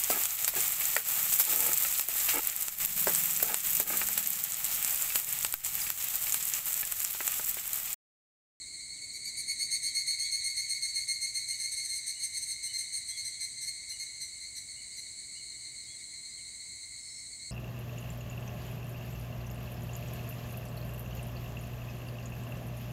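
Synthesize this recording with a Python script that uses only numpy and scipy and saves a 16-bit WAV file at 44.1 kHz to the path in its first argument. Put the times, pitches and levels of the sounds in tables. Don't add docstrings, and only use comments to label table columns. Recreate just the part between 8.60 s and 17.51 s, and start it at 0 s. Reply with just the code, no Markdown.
import sys
import numpy as np
from scipy import signal
from scipy.fft import rfft, irfft, next_fast_len
from scipy.io import wavfile
from scipy.ndimage import map_coordinates

SR = 44100
rng = np.random.default_rng(int(sys.argv[2]) if len(sys.argv) > 2 else 0)


def master(y):
    cut = np.clip(np.atleast_2d(y).T, -1, 1)
    pcm = np.round(cut * 32767)
    wavfile.write(sys.argv[1], SR, pcm.astype(np.int16))


N = 392931


def amp(db):
    return 10 ** (np.asarray(db) / 20)


def unit(x):
    return x / np.sqrt(np.mean(x ** 2) + 1e-20)


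def along(points, hz):
    f, v = np.transpose(points)
    return np.interp(np.log(hz + 1), np.log(f + 1), v)


def curve(rows):
    return np.interp(np.arange(N) / SR, *np.transpose(rows))


def wobble(rate, size=N):
    knots = rng.standard_normal(int(size * rate / SR) + 4)
    return map_coordinates(knots, [np.arange(size) * rate / SR], order=2)


def filtered(x, response):
    m = next_fast_len(N + SR // 2)
    return irfft(rfft(x, m) * response(np.fft.rfftfreq(m, 1 / SR)), m)[:N]


def coloured(x, spectrum):
    return unit(filtered(x, lambda hz: amp(along(spectrum, hz))))


def noise(spectrum):
    return coloured(rng.standard_normal(N), spectrum)


def add(track, s, sound):
    part = track[max(round(s * SR), 0):][:len(sound)]
    part += sound[:len(part)]


def tymbal(hz, stroke_hz, sag, jitter, depth):
    size = len(hz)
    stroke_rate = stroke_hz * (1 + 0.0705 * wobble(70, size))
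    stroke = 2 * np.pi * (np.cumsum(stroke_rate) / SR + rng.random())
    phase = 2 * np.pi * np.cumsum(hz) / SR + sag * np.sin(stroke) + jitter * wobble(620, size)
    uneven_db = 1.35 * wobble(750, size)
    return phase, unit(amp(uneven_db - depth * np.cos(stroke)))


# f/Hz, t60/s
TAIL_T60 = [(500, 0.59), (3000, 3.25), (5000, 2.3), (10000, 1.8), (16000, 0.097)]


def forest(x, scatter_db, tail_db):
    hz, t, z = signal.stft(rng.standard_normal(SR), SR, nperseg=256)
    decay = amp(-60 * t / along(TAIL_T60, hz)[:, None])
    tail = signal.istft(z * decay, SR, nperseg=256)[1][:SR]
    scatter = rng.standard_normal(SR) * amp(-60 * np.arange(SR) / SR / 0.14)
    echo = (amp(scatter_db) * unit(scatter) + amp(tail_db) * unit(tail)) / np.sqrt(SR)
    delayed = np.pad(echo, (150, 0))
    return x + signal.fftconvolve(x, delayed)[:N]


# click rate f/Hz, chirp rate/Hz, level/dB relative to one another
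SINGERS = [(2219, 7.8, -2.5), (2110, 7.4, -0.5), (2166, 8.3, 0.5), (2089, 6.6, 0), (2139, 7, -4),
           (2102, 5.7, -4.5), (2195, 8.6, -4), (1981, 6.2, -8)]
# t/s, level/dB
CHORUS = [(0, -45), (.4, -46), (1, -41.5), (1.6, -41), (2.4, -44), (4.5, -44), (5.7, -47), (7.8, -47),
          (8.91, -48)]
# f/Hz, level/dB
ABDOMEN = [(1400, -18), (1780, -5.5), (2180, -8), (2500, -6), (3300, 6), (3850, 4.5), (4400, -1),
           (4800, 5.5), (6400, -9), (8500, -2.5), (9600, -17), (10800, -21.5), (11400, -22.5)]


def far_cicadas():
    song = np.zeros(N)
    for hz, rate, db in SINGERS:
        beat = np.cumsum(rate * (1 + 0.02992 * wobble(.5))) / SR + rng.random()
        chirps = np.maximum(np.sin(2 * np.pi * beat), 0) ** 2
        arch = 0.00793 * np.sin(2 * np.pi * beat) + .004 * wobble(18)
        drift = .004 * wobble(.8)
        pitch = hz * (1 + arch + drift)
        phase, strength = tymbal(pitch, stroke_hz=170, sag=.18, jitter=.15, depth=2.6)
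        phase = (phase % (2 * np.pi)).astype(np.float32)
        harmonics = sum(np.sin(k * phase) for k in range(1, 6))
        vigour_db = .8 * wobble(1.2)
        song += amp(db + vigour_db) * chirps * strength * harmonics
    blurred = forest(song, scatter_db=-5.5, tail_db=-2)
    return amp(curve(CHORUS)) * coloured(blurred, ABDOMEN)


# f/Hz, relative level/dB
BUZZ = [(2940, -44), (5000, -20.5), (5420, -35), (6190, -20), (6740, -5.5), (7510, 1.5), (7910, 4),
        (8870, -2.5), (9250, -6.5), (10200, -23.5), (11000, -24), (11900, -41), (13300, -29), (15500, -61)]
# click rate f/Hz, level/dB relative to one another
BUZZERS = [(349, -4), (453, -2), (554, 0), (214.5, -30)]


def small_cicadas():
    trains = np.zeros(N)
    for hz, db in BUZZERS:
        click_rate = hz * (1 + .0008 * wobble(2) + 0.001047 * wobble(40))
        cycle = np.cumsum(click_rate) / SR % 1
        ring = rng.standard_normal(round(SR / hz))
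        clicks = map_coordinates(ring, [cycle * len(ring)], mode="grid-wrap")
        trains += amp(db + 1.9 * wobble(1.33)) * clicks
    hiss = amp(-49.5 + 0.17 * wobble(3.0)) * noise(BUZZ)
    return hiss + amp(-56.5) * coloured(trains, BUZZ)


# f/Hz, relative level/dB
AIR = [(15, -54), (25, -29), (43, -4.5), (60, 1.5), (86, -2.5), (125, 0), (156, -9.5), (240, -12.5),
       (394, -16.5), (468, -20), (605, -18.5), (796, -20.5), (1400, -24.5), (1500, -66), (1950, -36),
       (3300, -120)]
# t/s, level/dB
RUSH = [(0, -69), (.5, -65), (1.35, -64.5), (1.5, -74), (5.6, -74), (6.1, -69.5), (7.9, -69.5),
        (8.3, -71.5), (8.91, -69)]


def valley():
    rush_spectrum = [(90, -8.5), (200, -0.5), (350, -3.5), (600, -15.5), (1500, -42)]
    hiss_spectrum = [(500, -53), (1500, -1.5), (3200, 0.5), (6000, 8.0), (15000, -7.0)]
    rush = amp(curve(RUSH) - 3.5) * noise(rush_spectrum)
    hiss = amp(-63) * noise(hiss_spectrum)
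    return amp(-66) * noise(AIR) + rush + hiss


def swell(t, attack, length, release):
    ease_in = np.sin(np.pi / 2 * np.clip(t / attack, 0, 1)) ** 2
    return ease_in * np.exp(-np.maximum(t - length, 0) / release)


def trill(course, gap_s, slowing_s):
    s, *controls = np.transpose(course)
    gaps = gap_s + slowing_s * np.arange(40)
    starts = s[0] + np.cumsum(np.append(0, gaps))
    return [(at, CHIRP_S, *(np.interp(at, s, c) for c in controls)) for at in starts[starts <= s[-1]]]


# t/s, click rate f/Hz, abdomen ring level/dB, rib sizzle level/dB
HIGH_TRILL = [(.172, 2140, -51, -71), (.3, 2183, -45, -67), (.6, 2276, -41.5, -54), (.78, 2261, -42.5, -51),
              (1.25, 2223, -37.5, -52.5), (2.8, 2217, -42, -57), (3.92, 2168, -47, -50)]
LOW_TRILL = [(.875, 2190, -33, -50), (1.12, 2170, -38, -44.5), (1.62, 2159, -35.5, -46.5),
             (2.5, 2148, -33.5, -46.5), (2.9, 2134, -38, -47.5)]
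# t/s, length t/s, click rate f/Hz, ring level/dB, sizzle level/dB
LOOSE_CHIRPS = [(.54, 0.035, 2060, -50, -61), (.675, 0.024, 2087, -46.5, -56),
                (.785, 0.029, 2120, -42, -53), (2.99, 0.034, 2127, -42, -48),
                (3.028, 0.033, 2135, -36, -49), (3.113, 0.031, 2130, -44, -48),
                (3.162, 0.038, 2142, -39, -48.5), (3.238, .024, 2138, -47, -48),
                (3.29, 0.058, 2130, -40, -49.5), (3.35, 0.036, 2136, -46, -49.5),
                (3.466, 0.042, 2140, -43, -47), (3.628, 0.026, 2142, -43, -43.5),
                (3.765, 0.017, 2122, -43, -47.5), (3.812, .028, 2120, -42, -48),
                (3.905, 0.019, 2113, -43, -47.5), (4.029, 0.043, 2110, -43, -48.5),
                (4.131, 0.039, 2102, -38.5, -50), (4.18, 0.036, 2138, -42.5, -46),
                (4.328, 0.055, 2160, -47, -49), (4.478, 0.034, 2089, -42, -50.5),
                (4.567, 0.044, 2160, -39, -51.5), (4.645, 0.039, 2077, -46.5, -50.5),
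                (4.805, 0.045, 2098, -42, -49), (5.012, .037, 2087, -46, -49.5),
                (5.065, .029, 2162, -38, -49), (5.29, .037, 2080, -45, -51.5),
                (5.392, 0.045, 2150, -40.5, -52), (5.609, 0.03, 2080, -41.5, -50.5),
                (5.8, 0.054, 2085, -47, -65), (5.96, 0.027, 2072, -45.5, -52.5),
                (6.368, 0.028, 2070, -46, -54)]
RING_DB = [-9.5, 0]
SIZZLE_DB = [-2, -17.5, -20.5]
# sizzle level/dB, harmonic level/dB against the sizzle
FOURTH = [(-51, -2.5), (-51.5, 8.5)]
# f/Hz, level/dB
RASP = [(1300, -23), (1620, -12), (1770, -1), (1900, -18), (2400, -4), (3300, -7.5), (4000, 1), (5200, 6),
        (6200, 4.5), (8200, 5.5), (10400, -4), (12300, -7.5), (13600, -15), (15000, -17)]
HIGH_GAP_S, HIGH_SLOWING_S = .1172, .00074
LOW_GAP_S, LOW_SLOWING_S = .1158, .00125
CHIRP_S, ATTACK_S, RELEASE_S = 0.045, .024, 0.0072
SCOOP, SCOOP_S, DROOP_PER_S = .02, 0.0048, 0.078
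COLOUR_SCATTER_DB = 1.18


def near_cicadas():
    song, rasp = np.zeros(N), np.zeros(N)
    t = np.arange(int(.13 * SR)) / SR
    low = trill(LOW_TRILL, LOW_GAP_S, LOW_SLOWING_S)
    high = trill(HIGH_TRILL, HIGH_GAP_S, HIGH_SLOWING_S)
    for s, length, hz, ring_db, sizzle_db in LOOSE_CHIRPS + low + high:
        pitch = hz * (1 - DROOP_PER_S * (t - length / 2) - SCOOP * np.exp(-t / SCOOP_S))

        phase, strength = tymbal(pitch, stroke_hz=150, sag=.11, jitter=.045, depth=.9)
        third_db = (ring_db + sizzle_db) / 2 - 2.5
        fourth_db = sizzle_db + np.interp(sizzle_db, *np.transpose(FOURTH))
        levels = [*np.add(ring_db, RING_DB), third_db, fourth_db, *np.add(sizzle_db, SIZZLE_DB)]
        for k, db in enumerate(levels, 1):
            colour = amp(COLOUR_SCATTER_DB * rng.standard_normal())
            partial = np.sqrt(2) * colour * np.sin(k * phase + rng.uniform(0, 2 * np.pi))
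            envelope = swell(t, attack=ATTACK_S / np.sqrt(k), length=length, release=RELEASE_S)
            add(song, s, amp(db) * partial * strength * envelope)

        phase, strength = tymbal(pitch * .977, stroke_hz=270, sag=.18, jitter=.17, depth=2.2)
        clicks = unit(sum(np.sin(k * phase + rng.uniform(0, 2 * np.pi)) for k in range(1, 8)))
        grit = .36 * rng.standard_normal(len(t))
        scrape = strength * swell(t, attack=0.015, length=length + 0.0047, release=0.026)
        add(rasp, s - .008, amp(sizzle_db + 5.5) * scrape * (clicks + grit))
    return song + filtered(rasp, lambda hz: amp(along(RASP, hz)))


def whistle(glide, warble_hz):
    u = np.linspace(0, 1, len(glide))
    hz = glide + warble_hz * wobble(450, len(u))
    push = np.sqrt(np.abs(np.sin(np.pi * u ** 1.75)))
    return unit(push * np.sin(2 * np.pi * np.cumsum(hz) / SR))


# t/s, crest f/Hz, level/dB
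PIPES = [(1.245, 3240, -67), (1.6, 3415, -62.5), (2.895, 2940, -67), (3.54, 2960, -62.5),
         (4.06, 3020, -59.5), (4.486, 3400, -58.5), (5.3, 2935, -63.5), (6.153, 2950, -64.5),
         (6.745, 2970, -62.5), (7.26, 3400, -64.5)]
# t/s, length t/s, start f/Hz, end f/Hz, level/dB
SLURS = [(0.362, 0.04, 3700, 2400, -68), (2.045, 0.063, 3670, 2700, -71), (6.327, 0.029, 5000, 4170, -55),
         (6.62, .045, 5200, 4420, -62), (6.743, 0.041, 5230, 4350, -59), (7.215, .045, 4370, 5250, -66),
         (7.385, .04, 4470, 5250, -66), (7.66, .085, 4750, 4830, -65), (7.748, 0.078, 3900, 2600, -70),
         (8.35, 0.29, 5250, 5420, -64.5)]
PIPE_HZ, PIPE_S, PIPE_STRETCH = 3004, 0.0663, 2.6
PIPE_RISE, PIPE_DROP, PIPE_WARBLE_HZ = .085, 0.11, 22
SLUR_WARBLE_HZ, SLUR_FLUTTER_DB = 100, 3


def birds():
    song = np.zeros(N)
    for s, crest_hz, db in PIPES:
        length = PIPE_S * (crest_hz / PIPE_HZ) ** PIPE_STRETCH
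        u = np.linspace(0, 1, int(length * SR))
        arch = 1 - PIPE_RISE * np.maximum(1 - u / .7, 0) ** 1.6 - PIPE_DROP * u ** 14
        add(song, s, amp(db) * whistle(crest_hz * arch, PIPE_WARBLE_HZ))
    for s, length, start_hz, end_hz, db in SLURS:
        glide = np.geomspace(start_hz, end_hz, int(length * SR))
        flutter_db = SLUR_FLUTTER_DB * wobble(57, len(glide))
        add(song, s, amp(db + flutter_db) * whistle(glide, SLUR_WARBLE_HZ))
    return song


def scene():
    near = forest(near_cicadas(), scatter_db=-16.5, tail_db=-11)
    piping = forest(birds(), scatter_db=-14, tail_db=-9)
    return (near + far_cicadas() + small_cicadas() + piping + valley())[None]


TOP_HZ = 15720


def record(dry):
    return np.array([filtered(channel, lambda hz: hz < TOP_HZ) for channel in dry])


dry = scene()
out = record(dry)
master(out)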